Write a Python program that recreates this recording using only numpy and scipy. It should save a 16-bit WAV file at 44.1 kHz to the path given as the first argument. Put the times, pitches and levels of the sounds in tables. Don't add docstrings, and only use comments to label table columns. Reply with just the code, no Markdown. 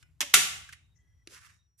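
import sys
import numpy as np
from scipy import signal
from scipy.fft import rfft, irfft
from scipy.io import wavfile
from scipy.ndimage import uniform_filter1d, minimum_filter1d

SR = 44100
rng = np.random.default_rng(int(sys.argv[2]) if len(sys.argv) > 2 else 0)


def unload_wav(signal):
    wavfile.write(
        sys.argv[1],
        SR,
        np.round(np.clip(np.atleast_2d(signal).T, -1, 1) * 32767).astype(np.int16),
    )


N = 79380
TIME = np.arange(N) / SR


SNAPS = [(0.3361, -38.5, .006, -1), (0.3383, -22.5, 0.007, -0.5), (0.3397, -6, 0.028, 0.5),
         (0.3441, -12, 0.05, -4)]
# pitch_hz, gain_db
SNAP_TONE = [(60, -45), (150, -16.5), (220, -15), (290, -23), (400, -12), (520, -20), (620, -13),
             (720, -9.5), (1020, -13.5), (1330, 3.5), (1650, -2.5), (2200, 1.5), (3700, 2), (4700, -1.5),
             (6500, -1.5), (11000, -4), (15000, -10)]
def disc_snap():
    return clicks(SNAPS, SNAP_TONE)


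# pitch_hz, level_db, fade_s
DISC_NOTES = [(1364, 0.5, 0.075), (2004, -1.5, .07), (2254, -1, .07), (2376, -5, .1), (2610, -7, .16),
              (3118, -10.5, .06), (3300, -4.5, 0.12), (3404, -2.5, .07), (3681, 2.5, .08), (3794, -3.5, .1),
              (6040, -5.5, 0.07), (7000, -5.5, .16), (9650, -3, 0.083), (10800, -8.5, .14)]
def disc_ring():
    start_s, level_db = max(SNAPS, key=lambda row: row[1])[:2]
    return ringing(DISC_NOTES, start_s, level_db - 4)


# start_s, level_db, fade_s, pan_db
CATCHES = [(0.2050, -44.5, 0.011, 0), (0.2063, -25, 0.0072, -0.5), (0.2085, -36, .02, -0.5),
           (0.2114, -30, 0.043, -4.5), (0.2124, -27.5, 0.019, 1.5), (0.2155, -30, 0.09, -5)]
# pitch_hz, gain_db
CATCH_TONE = [(100, -29), (190, -31.5), (300, -22), (500, -25), (900, -15.5), (1400, -11), (2230, -7),
              (3500, -2.5), (4540, -6.5), (5700, -2.5), (7500, -8.5), (10100, -13.5), (14500, -16)]
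# start_s, level_db, fade_s, pan_db
BENDS = [(0.2068, -31.5, 0.023, -0.5), (0.2135, -28, .06, -1), (0.2243, -36.5, .03, -0.5),
         (0.2273, -36, .025, 0.5)]
# pitch_hz, gain_db
BEND_TONE = [(100, -26), (200, -27), (280, -12.5), (480, -19), (900, -11), (1300, -9), (1700, -5.5),
             (2300, 1), (3400, -0.5), (5000, -13), (14000, -22.5)]
def teeth_catch():
    return clicks(CATCHES, CATCH_TONE) + clicks(BENDS, BEND_TONE)


# pitch_hz, level_db, fade_s
TRAY_NOTES = [(265.9, -8, 0.076), (576, -3.5, 0.1), (1086, 0, .05), (2140, 3.5, 0.051), (3230, 3, .06)]
def tray_ring():
    return ringing(TRAY_NOTES, start_s=0.23, level_db=-38)


# pitch_hz, level_db, fade_s
LOOSE_NOTES = [(1460, 0, .25), (2000, -3.5, 0.27), (2445, -1, .3), (2927, -2.5, .25), (3500, -10, .15),
               (5290, -7, .18)]
def loose_disc():
    return ringing(LOOSE_NOTES, start_s=0.028, level_db=-61.5)


# start_s, level_db, rise_s, fade_s, ring_hz, ring_db
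TICKS = [(0.026, -57, 0.0021, .03, 1570, -7), (0.687, -46, 0.0054, 0.062, 1600, 2),
         (0.724, -47.5, 0.0031, 0.034, 1900, -12), (0.7286, -44, 0.0028, 0.065, 2080, -10.5)]
# pitch_hz, gain_db
TICK_TONE = [(100, -28), (700, -28), (1200, -8), (2200, 4.5), (3300, -2), (7000, -9), (10000, -12.5),
             (14000, -22.5)]
def finger_ticks(ring_width_hz=160):
    out = np.zeros((2, N))
    decay = np.exp(-np.pi * ring_width_hz / SR)
    for start_s, level_db, rise_s, fade_s, ring_hz, ring_db in TICKS:
        tick = crack(fade_s, TICK_TONE, rise_s)
        feedback = [1, -2 * decay * np.cos(2 * np.pi * ring_hz / SR), decay ** 2]
        note = amp(ring_db) * unit_hit(signal.lfilter([1], feedback, tick))
        add(out, start_s, amp(level_db) * pan(-2.5) * unit_hit(tick + note))
    return out


# pitch_hz, gain_db
TAP_TONE = [(100, -21), (200, -6), (330, -4), (520, -12), (700, -6), (880, -37), (1200, -6.5), (2000, -3),
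            (2700, 5.5), (3300, -5), (3900, 3.5), (6000, -1), (8800, -13.5), (11000, -5.5), (12500, -31),
            (14500, -36)]
def case_tap(start_s=1.2727):
    out = ringing([(345.2, 0, 0.049)], start_s, level_db=-54)
    add(out, start_s, amp(-45) * pan(-1) * crack(fade_s=0.022, tone=TAP_TONE))
    return out


# time_s, body_db, hiss_db
SLIDE_LEVELS = [(1.285, -65, -69), (1.305, -66.5, -58), (1.342, -56.5, -51), (1.374, -53.5, -55),
                (1.404, -65, -65), (1.435, -58, -61), (1.466, -58.5, -58.5), (1.484, -66.5, -67.5),
                (1.495, -61, -63), (1.53, -67.5, -70.5), (1.57, -81, -74), (1.62, -100, -88)]
# pitch_hz, gain_db
BODY_TONE = [(100, -28.5), (350, -40), (750, -16), (1050, -5.5), (1350, 0.5), (1900, 0.5), (2700, -7),
             (4000, -40), (15000, -54)]
# pitch_hz, gain_db
HISS_TONE = [(100, -35), (1500, -31), (2800, -1.5), (5500, 1.5), (8000, -3.5), (11000, -7.5),
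             (14500, -18.5)]
def case_slide(slips_per_s=7000, spread_db=0.5):
    time_s, body_db, hiss_db = np.transpose(SLIDE_LEVELS)
    slips = rng.random(N) < slips_per_s / SR
    strength = amp(spread_db * np.minimum(rng.exponential(1, N), 4))
    grains = stereo_noise(N, LIKENESS) * slips * strength
    body = unit(shape_tone(grains, BODY_TONE)) * amp(np.interp(TIME, time_s, body_db, -140, -140))
    hiss = unit(shape_tone(grains, HISS_TONE)) * amp(np.interp(TIME, time_s, hiss_db, -140, -140))
    return pan(-3) * (body + hiss)


# start_s, length_s, level_db, pitch_hz, width_octaves, pan_db
BRUSHES = [(-0.03, .08, -66, 3000, 1.1, -3), (0.013, 0.14, -74.5, 2195, .4, -0.5),
           (0.945, 0.047, -78, 6030, 0.15, 20), (0.956, 0.098, -84, 6340, 0.28, 14),
           (1.001, .09, -78, 334, 0.21, 4), (1.275, 0.099, -65, 402, 0.67, 9),
           (1.77, 0.064, -58.5, 8570, 1.04, -6), (1.772, 0.055, -72, 2183, 0.81, -6)]
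def skin_brushes():
    out = np.zeros((2, N))
    for start_s, length_s, level_db, pitch_hz, width_octaves, pan_db in BRUSHES:
        swell = np.hanning(round(length_s * SR))
        rub = noise_band(pitch_hz, width_octaves)[:, :len(swell)]
        add(out, start_s, amp(level_db) * pan(pan_db) * swell * rub)
    return out


# start_s, length_s, level_db, pitch_hz
SQUEAKS = [(0.738, 0.22, -79, 3758), (0.942, .31, -77.5, 1987), (0.944, .2, -82.5, 1680),
           (0.98, 0.3, -83.5, 3254), (1.51, 0.17, -78.5, 3780)]
def squeaks():
    out = np.zeros((2, N))
    for start_s, length_s, level_db, pitch_hz in SQUEAKS:
        swell = signal.windows.tukey(round(length_s * SR), 0.18)
        squeak = noise_band(pitch_hz, width_octaves=0.031)[:, :len(swell)]
        add(out, start_s, amp(level_db) * swell * squeak)
    return out


# pitch_hz, fade_s
ROOM_FADE = [(140, 0.59), (300, 0.3), (700, 0.62), (1400, .57), (2800, 0.57), (5000, .49), (8000, .47),
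             (14000, .39)]
# pitch_hz, gain_db
ROOM_TONE = [(70, 2), (150, 7.5), (300, 3), (600, 1.5), (740, 0.5), (1400, -3.5), (2800, -1), (6000, -0.5),
             (14000, -5)]
def room_echo(sound, delay_s=0.0026, build_s=0.0057):
    hz, t, spectrum = signal.stft(rng.standard_normal((2, SR)), SR, nperseg=256)
    fade = amp(-60 * t / value_at(ROOM_FADE, hz)[:, None])
    tail = signal.istft(spectrum * fade, SR, nperseg=256)[1][:, :SR]
    tail *= np.clip((TIME[:SR] - delay_s) / build_s, 0, 1)
    tail = shape_tone(tail / np.linalg.norm(tail[0]), ROOM_TONE)
    return signal.fftconvolve(sound, tail, axes=1)[:, :N]


# pitch_hz, gain_db
RUMBLE_TONE = [(20, -32), (38, -25.5), (58, -2), (85, -3), (120, -8.5), (160, -13.5), (210, -29),
               (350, -28), (550, -33), (1000, -32.5), (4000, -37.5), (14000, -44.5)]
# time_s, level_db
RUMBLE_LEVELS = [(0, -60.5), (.3, -66.5), (.4, -62), (.6, -55.5), (.8, -64), (1.2, -65), (1.52, -64.5),
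                 (1.65, -72.5), (1.8, -76.5)]
def rumble():
    noise = stereo_noise(N, likeness=[(1, 0.66)])
    return unit(shape_tone(noise, RUMBLE_TONE)) * amp(np.interp(TIME, *np.transpose(RUMBLE_LEVELS)))


def whine(pitch_hz=5755, level_db=-79.5, start_s=1.03, rise_s=0.052):
    return amp(level_db) * np.sin(2 * np.pi * pitch_hz * TIME) * np.clip((TIME - start_s) / rise_s, 0, 1)


# pitch_hz, likeness_0_to_1
LIKENESS = [(100, 0.6), (1300, .85), (2500, 0.4), (5000, 0.6), (14000, 0.05)]
def crack(fade_s, tone, rise_s=0.0009, count=8192):
    t = TIME[:count]
    fade = np.minimum(t / rise_s, 1) * amp(-60 * t / fade_s)
    spectrum = rfft(stereo_noise(count, LIKENESS) * fade)
    even = irfft(spectrum / (abs(spectrum) + 1e-12), count)
    return unit_hit(shape_tone(even * fade ** 0.25, tone))


def clicks(rows, tone):
    out = np.zeros((2, N))
    for start_s, level_db, fade_s, pan_db in rows:
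        add(out, start_s, amp(level_db) * pan(pan_db) * crack(fade_s, tone))
    return out


def ringing(notes, start_s, level_db, count=22050):
    t, ring = TIME[:count], 0
    for hz, db, fade_s in notes:
        phase = rng.random() + (rng.random((2, 1)) - 0.5) * (1 - value_at(LIKENESS, hz))
        ring = ring + amp(db - 60 * t / fade_s) * np.sin(2 * np.pi * (hz * t + phase))
    out = np.zeros((2, N))
    add(out, start_s, amp(level_db) * unit_hit(ring))
    return out


def stereo_noise(count, likeness):
    left, other = rfft(rng.standard_normal((2, count)))
    same = np.clip(value_at(likeness, np.fft.rfftfreq(count, 1 / SR)), -1, 1)
    return irfft(np.array([left, same * left + np.sqrt(1 - same ** 2) * other]), count)


def noise_band(pitch_hz, width_octaves):
    away = np.log2((np.fft.rfftfreq(N, 1 / SR) + 1) / pitch_hz) / width_octaves
    return unit(irfft(rfft(stereo_noise(N, LIKENESS)) * np.exp(-away ** 2 / 2), N))


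def shape_tone(x, tone, size=4096):
    log_gain = np.log(amp(value_at(tone, abs(np.fft.fftfreq(size, 1 / SR)))))
    response = np.fft.ifft(np.exp(np.conj(signal.hilbert(log_gain)))).real[:size // 2]
    return signal.fftconvolve(x, response.reshape((1,) * (x.ndim - 1) + (-1,)))[..., :x.shape[-1]]


def value_at(table, hz):
    pitches, values = np.transpose(table)
    return np.interp(np.log(hz + 1), np.log(pitches), values)


def amp(db):
    return 10 ** (np.asarray(db) / 20)


def unit(x):
    return x / np.sqrt(np.mean(x ** 2) + 1e-20)


def unit_hit(x, window_s=0.01):
    return unit(x) * np.sqrt(window_s * SR / x.shape[-1])


def pan(db):
    return amp([[db / 2], [-db / 2]])


def add(mix, start_s, sound):
    start = round(start_s * SR)
    sound = sound[:, max(-start, 0):]
    part = mix[:, max(start, 0):][:, :sound.shape[1]]
    part += sound[:, :part.shape[1]]


def scene():
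    sources = [  # sound, echo_db
        (teeth_catch(), -10),
        (disc_snap(), -4),
        (tray_ring() + disc_ring() + loose_disc(), -12),
        (finger_ticks() + case_tap(), -14),
        (case_slide() + skin_brushes(), -8),
    ]
    direct = sum(sound for sound, _ in sources)
    echo = room_echo(sum(amp(echo_db) * sound for sound, echo_db in sources))
    return direct + echo + squeaks() + rumble() + whine()


def limit_peaks(x, window_s=0.004):
    size = round(window_s * SR)
    allowed = np.minimum(1 / (abs(x).max(0) + 1e-9), 1)
    return x * uniform_filter1d(minimum_filter1d(allowed, size), size)


# pitch_hz, threshold_db
QUIET_BELOW = [(100, -110), (230, -84.5), (500, -80.5), (800, -78), (1300, -86), (3000, -88.5),
               (7000, -97.5), (14000, -103)]
def suppress_noise(x, depth_db=-7.5, size=512):
    hz, _, spectrum = signal.stft(x, SR, nperseg=size)
    power = (abs(spectrum) ** 2).mean(0)
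    power = uniform_filter1d(uniform_filter1d(power, 3, axis=0), 3, axis=1)
    passed = power ** 2 / (power ** 2 + amp(value_at(QUIET_BELOW, hz))[:, None] ** 4)
    return signal.istft(spectrum * amp(depth_db * (1 - passed)), SR, nperseg=size)[1][:, :N]


# pitch_hz, gain_db
LEFT_TONE = [(100, 0.5), (700, -1), (2000, -3), (4500, -2.5), (7500, 1), (10000, -6), (14000, -17)]
RIGHT_TONE = [(100, -1), (700, -1.5), (2000, -1), (4500, -5), (7500, -1), (10000, 2), (14000, 0.5)]
def record(dry, lowest_hz=50, highest_hz=14350):
    heard = limit_peaks(np.array([shape_tone(dry[0], LEFT_TONE), shape_tone(dry[1], RIGHT_TONE)]))
    bass_cut = signal.butter(4, lowest_hz, "high", fs=SR, output="sos")
    heard = suppress_noise(signal.sosfilt(bass_cut, heard))
    treble_cut = signal.firwin(255, highest_hz, window=("kaiser", 8), fs=SR)
    return signal.oaconvolve(heard, treble_cut[None], "same")


dry = scene()
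out = record(dry)
unload_wav(out)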